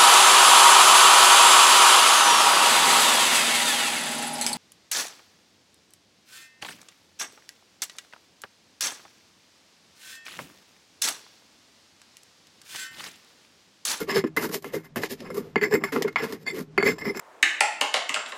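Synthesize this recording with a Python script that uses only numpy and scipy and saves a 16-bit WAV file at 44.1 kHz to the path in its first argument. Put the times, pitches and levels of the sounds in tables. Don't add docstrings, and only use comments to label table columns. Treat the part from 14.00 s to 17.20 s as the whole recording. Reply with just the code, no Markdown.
import sys
import numpy as np
from scipy import signal
from scipy.fft import rfft, irfft
from scipy.io import wavfile
from scipy.ndimage import uniform_filter1d

SR = 44100
rng = np.random.default_rng(int(sys.argv[2]) if len(sys.argv) > 2 else 0)


def digitize_waveform(pressure):
    field = np.atleast_2d(pressure).T
    bounded = np.clip(field, -1, 1)
    quanta = np.round(bounded * 32767).astype(np.int16)
    wavfile.write(sys.argv[1], SR, quanta)


def gain_from_decibels(decibels):
    exponent = np.asarray(decibels, float) / 20
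    return 10 ** exponent


N = 141120
T = np.arange(N) / SR

# start_s, fade_s, thud_db, ring_db, crunch_db
KNOCKS = [(0.0857, 0.032, -49, -49, -54), (0.24, 0.01, -20, -40.5, -53.5),
          (0.3645, 0.024, -26.5, -27.5, -35), (0.371, 0.0072, -22.5, -28, -40),
          (0.5435, 0.0054, -44, -50, -27.5), (0.644, 0.008, -39, -40, -50), (0.959, 0.022, -26, -30.5, -37),
          (1.035, 0.0071, -33, -28, -44), (1.2048, 0.0056, -41.5, -90, -58.5),
          (1.3022, 0.01, -31, -40, -45.5), (1.343, 0.019, -33.5, -53, -45.5),
          (1.5581, 0.0064, -22.5, -21, -56), (1.6126, 0.014, -25, -26, -58),
          (1.8379, 0.011, -30, -26.5, -29.5), (1.9209, 0.037, -28.5, -34, -41),
          (2.0227, 0.0065, -48, -74, -32.5), (2.0478, 0.015, -21, -67, -64),
          (2.159, 0.01, -39, -18.5, -46.5), (2.3238, 0.013, -31, -57, -41.5),
          (2.4653, 0.0059, -41, -38.5, -42), (2.7777, 0.009, -19.5, -18.5, -41.5),
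          (2.8265, 0.0079, -24.5, -22.5, -43), (2.9829, 0.017, -75, -42, -43.5),
          (3.1937, 0.012, -55, -31, -33)]
# start_s, ring_db, crunch_db
TICKS = [(0.096, -33, -49), (0.165, -34, -40), (0.4207, -55, -44), (0.444, -41, -49), (0.5144, -54, -49),
         (0.624, -78, -52), (0.7362, -43, -62), (0.744, -42, -52), (1.097, -77, -56), (1.1079, -78, -52),
         (1.6322, -31, -41), (1.638, -28.5, -42), (1.7105, -61, -43), (1.7245, -35.5, -34),
         (1.7385, -29.5, -26.5), (1.752, -32, -40), (1.962, -33.5, -45), (2.0797, -62, -52),
         (2.2238, -50, -48), (2.2407, -40, -48.5), (2.4753, -34.5, -53), (2.592, -70, -44.5),
         (2.8649, -25.5, -43), (3.013, -50, -49), (3.0535, -36, -46), (3.1482, -39.5, -63),
         (3.1713, -38.5, -35)]
# middle_s, half_width_s, thud_db, ring_db, crunch_db
STROKES = [(0.0, 0.025, -27.5, -42, -40.5), (0.108, 0.02, -27, -31, -40.5),
           (0.167, 0.024, -24.5, -32, -35.5), (0.272, 0.0086, -66, -45.5, -57.5),
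           (0.401, 0.009, -41, -49, -63), (0.436, 0.023, -30.5, -35, -36.5),
           (0.494, 0.0062, -28.5, -74, -46.5), (0.543, 0.023, -35, -52, -37),
           (0.662, 0.03, -42.5, -51.5, -55), (0.707, 0.0084, -42.5, -57, -78),
           (0.75, 0.019, -30.5, -45, -45), (0.79, 0.028, -53, -59, -65.5),
           (0.85, 0.017, -54.5, -55, -59.5), (0.992, 0.026, -37.5, -67, -56),
           (1.036, 0.022, -50, -43.5, -44.5), (1.117, 0.017, -34.5, -72, -41.5),
           (1.218, 0.03, -41, -76, -71.5), (1.263, 0.015, -45, -46.5, -57),
           (1.33, 0.12, -44, -75, -64.5), (1.379, 0.021, -32.5, -46.5, -48.5),
           (1.42, 0.0092, -58, -59, -72), (1.581, 0.0091, -55, -29.5, -76),
           (1.638, 0.017, -27, -25.5, -32), (1.675, 0.015, -35.5, -48, -52),
           (1.741, 0.023, -21, -31.5, -36), (1.819, 0.023, -35.5, -74, -60),
                (1.873, 0.024, -60, -40.5, -51), (1.966, 0.015, -21.5, -58, -64),
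                (2.012, 0.007, -27.5, -60, -79), (2.083, 0.01, -50, -39, -61),
                (2.129, 0.004, -65, -59, -65), (2.198, 0.018, -34.5, -31, -50),
                (2.237, 0.022, -32, -35.5, -45.5), (2.302, 0.04, -43.5, -48, -55.5),
                (2.344, 0.022, -44, -53.5, -67), (2.434, 0.034, -49, -75, -65),
                (2.483, 0.015, -41, -29.5, -46), (2.506, 0.012, -47, -38, -42),
                (2.568, 0.033, -31, -50.5, -50.5), (2.603, 0.019, -40, -77, -50.5),
                (2.685, 0.017, -57.5, -96, -95), (2.804, 0.012, -43, -29, -57),
                (2.873, 0.025, -20.5, -24, -32), (2.916, 0.018, -31.5, -62, -42),
                (2.963, 0.009, -45.5, -76, -61), (3.017, 0.0084, -40, -35, -56),
                (3.074, 0.028, -26.5, -34.5, -44), (3.162, 0.017, -37, -39, -46.5)]


def contact():
    power, snaps = np.zeros((3, N)), np.zeros((3, N))
    rise_s, snap_db, tick_fade_s = 0.0001, 7, 0.0062
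    stroke_tail = 1.234
    ticks = [(start, tick_fade_s, -90, ring_db, crunch_db) for start, ring_db, crunch_db in TICKS]
    for start, fade, *levels_db in KNOCKS + ticks:
        levels_db = np.array(levels_db)
        since = np.maximum(T - start, 0)
        softness = 100 * fade
        rise = 1 - np.exp(-since / (rise_s * softness ** 2))
        power += gain_from_decibels(levels_db)[:, None] ** 2 * rise ** 2 * np.exp(-2 * since / fade)
        snaps[:, int(start * SR)] = gain_from_decibels(levels_db + snap_db) * np.sqrt(SR / 1000) / softness
    for middle, half_width, *levels_db in STROKES:
        away = (T - middle) / half_width / np.where(T > middle, stroke_tail, 1)
        power += gain_from_decibels(np.array(levels_db))[:, None] ** 2 * np.exp(-2 * away ** 2)
    return np.sqrt(power), snaps


def grit(spread_db):
    grains_per_s, lumps_per_s, lump_db = 6900, 104, 1
    sizes = gain_from_decibels(spread_db * np.minimum(rng.exponential(1, N), 5)) * rng.choice([-1, 1], N)
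    happens = rng.random(N) < grains_per_s / SR
    return rms_one(sizes * happens * gain_from_decibels(lump_db * drift(lumps_per_s)))


# pitch_hz, level_db, t60_s
BOWL = [(162.6, -12, 0.19), (204.8, -7.5, 0.066), (259.1, -5.5, 0.078), (316.8, -9, 0.16),
        (400.2, 1, 0.058), (445.3, 0, 0.039), (502, -5.5, 0.026)]


def bowl_thud(thud):
    bowl = butter(gain_from_decibels(-1.5) * body(thud, BOWL), [110, 900], "band")
    shake = gain_from_decibels(-0.5) * butter(thud, [82, 159], "band")
    return bowl + shake


# pitch_hz, level_db, t60_s
STONE = [(1710, -8, .035), (2075, -1, .045), (2130, -2, .04), (2190, -5, .03), (2460, -13, .02)]
# pitch_hz, level_db, t60_s
STONE_CLEAR = [(3530, -18, .03), (4450, -16, .02), (4525, -9, .035), (4620, -16, .02), (7110, -21, .02),
               (9900, -26, .018), (12900, -28, .012)]
# pitch_hz, level_db, t60_s
STONE_HIGH = [(5190, 8.5, 0.02), (5295, 5, 0.015), (5300, 11.5, 0.025), (5900, -2, 0.011),
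              (7457, 6.5, 0.016), (9700, -5.5, 0.033), (10500, -2, 0.018), (11180, -3.5, 0.021),
              (14100, -10, 0.011), (13740, 5.5, .015)]


def stone_ring(stone, bare, loose):
    deep = gain_from_decibels(-1.5) * body(stone * np.minimum(0.4 + 4.2 * bare, 1), STONE)
    return butter(deep, [500, 6000], "band") + body(stone * loose ** 2, STONE_CLEAR)


def stone_high_ring(crunch, bare, loose):
    ringing = body(crunch * np.sqrt(bare) * (1 - 0.79 * loose), STONE_HIGH)
    return gain_from_decibels(-11.5) * butter(ringing, 2040, "high")


# pitch_hz, level_db, t60_s
PESTLE = [(834, 1, 0.0038), (896, -5.5, 0.051), (1092, -4, 0.017), (1393, -0.5, 0.014), (1834, 0, 0.0031),
          (2916, -5.5, 0.0026), (5010, -28, 0.015)]


def pestle_body(thud, stone, crunch, bare, force):
    ring_share = force[1] ** 2 / (force ** 2).sum(axis=0).clip(1e-12)
    drive = gain_from_decibels(-17.5) * butter(thud, 2180, "low")
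    drive = drive + gain_from_decibels(-4.5) * stone * (1.2 - bare) * (1 - 0.18 * ring_share)
    drive = drive + gain_from_decibels(-12.5) * crunch
    return butter(body(drive, PESTLE), [500, 6000], "band")


# pitch_hz, level_db (per Hz)
CRUNCH = [(350, -16), (600, 2.5), (1490, -27), (1690, 3), (3390, -4), (5310, -4), (8430, -12.5),
          (13400, -5), (15600, -3.5)]


def nut_crunch(crunch, bare):
    return coloured(crunch * (1 - bare) ** 1.6, CRUNCH, from_hz=8000)


# time_s, brightness_db
DRYNESS = [(0, 4), (.07, -3), (.22, -8.5), (.36, 5), (.75, 1.5), (.96, 7), (1.07, -9.5), (1.12, 2),
           (1.2, -18), (1.26, 0), (1.36, 6.5), (1.56, 0), (1.93, 0), (2.06, -9), (2.2, -4), (2.6, 2.5),
           (2.9, -7.5), (3.2, -3)]


def dryness_tilt(x):
    dry = gain_from_decibels(np.interp(T, *np.transpose(DRYNESS)))
    return butter(x, 7300, "low") / dry - butter(x, 7300, "high") * dry ** 0.48


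# middle_s, half_width_s, level_db, pitch_hz
JUDDERS = [(0.168, 0.01, -13, 445), (0.243, 0.0078, -22, 432), (0.747, .01, -23.5, 420),
           (1.38, 0.014, -19.5, 422.6), (1.567, 0.01, -21, 409), (1.746, 0.0094, -14.5, 406.4),
           (2.015, 0.0049, -19.5, 400), (2.051, 0.0082, -15, 408.5), (2.233, 0.018, -24, 429.5),
           (2.884, 0.017, -23.5, 442.4), (3.081, 0.026, -25.5, 415)]


def judder():
    waver, rise_over_fall = 0.03052, 0.54
    out, warped_s = 0, np.cumsum(1 + waver * drift(31)) / SR
    for middle, half_width, db, hz in JUDDERS:
        away = (T - middle) / half_width / np.where(T < middle, rise_over_fall, 1)
        out = out + gain_from_decibels(db) * np.exp(-away ** 2) * np.sin(2 * np.pi * hz * warped_s)
    return out


# start_s, end_s, ringing_share (of the crunch, 0-1)
BARE = [
    (0.085, 0.305, 0.3),
    (0.822, .9, 0.13),
    (1.246, 1.33, 0.56),
    (1.546, 1.91, 0.63),
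    (2.15, 2.23, 0.38),
    (2.44, 2.528, 0.99),
    (2.74, 3.217, 0.64),
]
# start_s, end_s, loose_share (0-1)
LOOSE = [
    (1.55, 1.608, 0.52),
    (1.608, 1.91, 0.59),
    (2.44, 2.53, 1),
    (2.77, 2.858, 0.72),
    (2.858, 2.97, 0.69),
    (2.97, 3.04, 0.34),
    (3.04, 3.21, 0.4),
]


def mortar():
    force, snaps = contact()
    bare, loose = spans(BARE, least=0.044), spans(LOOSE, least=0.34)
    thud = force[0] * grit(spread_db=3.0) + snaps[0]
    stone = force[1] * grit(spread_db=2.5) + snaps[1]
    crunch = force[2] * grit(spread_db=3.0) + 0.3 * snaps[2]
    low = bowl_thud(thud)
    mid = stone_ring(stone, bare, loose) + pestle_body(thud, stone, crunch, bare, force)
    top = dryness_tilt(nut_crunch(crunch, bare) + stone_high_ring(crunch, bare, loose))
    return low + mid + top + judder()


def walls(x):
    t60_s, cut_hz = 0.11, 34000
    out, dull = np.zeros(N), np.exp(-2 * np.pi * cut_hz / SR)
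    lags = (rng.uniform(0.0062, 0.024, 8) * SR).astype(int)
    for k, lag in enumerate(lags):
        loop, state = x.copy(), [0.]
        gain = gain_from_decibels(-60 * lag / SR / t60_s)
        for i in range(lag, N, lag):
            back, state = signal.lfilter([gain * (1 - dull)], [1, -dull], loop[i - lag:i], zi=state)
            loop[i:i + lag] += back[:N - i]
        out += (loop - x) * (-1) ** k
    return out


# pitch_hz, level_db (per Hz)
ROOM = [(20, 28), (45, -4.5), (170, 2), (800, -17.5), (6000, -30.5), (15600, -57)]


def room_tone():
    air = gain_from_decibels(-45.5) * coloured(rng.standard_normal(N), ROOM)
    hum = gain_from_decibels(-53.5) * rms_one(ring(rng.standard_normal(N), hz=157, t60=0.3))
    return hum + air * gain_from_decibels(3.5 * drift(4.7))


def rms_one(x):
    return x / np.sqrt(np.mean(x ** 2) + 1e-20)


def ring(x, hz, t60):
    r, w = gain_from_decibels(-60 / (t60 * SR)), 2 * np.pi * hz / SR
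    return signal.lfilter([0, np.sin(w)], [1, -2 * r * np.cos(w), r * r], x + 1e-18)


def body(x, modes):
    click, out = np.zeros(SR // 4), 0
    click[0] = 1
    wander = drift(14)
    for k, (hz, db, t60) in enumerate(modes):
        gain = (-1) ** k * gain_from_decibels(db) / np.sqrt(np.sum(ring(click, hz, t60) ** 2))
        place = gain_from_decibels(3.5 * np.roll(wander, rng.integers(N)))
        out = out + gain * ring(x * place, hz, t60)
    return out


def coloured(x, spectrum, from_hz=20):
    hz = np.maximum(np.arange(N // 2 + 1) * SR / N, 1)
    point_hz, point_db = np.transpose(spectrum)
    gain = gain_from_decibels(np.interp(np.log(hz), np.log(point_hz), point_db, left=-90, right=-90))
    return irfft(rfft(x) * gain / np.sqrt(np.mean((gain * (hz > from_hz)) ** 2)), N)


def butter(x, hz, kind):
    return signal.sosfilt(signal.butter(2, hz, kind, fs=SR, output="sos"), x)


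def drift(rate):
    r = np.exp(-2 * np.pi * rate / SR)
    slow = signal.lfilter([1], [1, -2 * r, r * r], rng.standard_normal(N + SR))
    return rms_one(slow[SR:])


def spans(rows, least):
    share = np.full(N, least)
    for start, end, value in rows:
        share[(T > start) & (T < end)] = value
    return np.clip(uniform_filter1d(share, size=600), 0, 1)


def scene():
    near = mortar()
    return (near + gain_from_decibels(-17.5) * walls(near) + room_tone())[None]


def roll_off(x):
    return signal.sosfilt(signal.butter(12, 15720, fs=SR, output="sos"), x)


def record(dry):
    rounded = 0.61 * np.tanh(dry / 0.6)
    thin = butter(rounded, 94.7, "high")
    top_cut = signal.cheby2(10, 60, 15960, fs=SR, output="sos")
    return roll_off(signal.sosfilt(top_cut, thin))


dry = scene()
out = record(dry)
digitize_waveform(out)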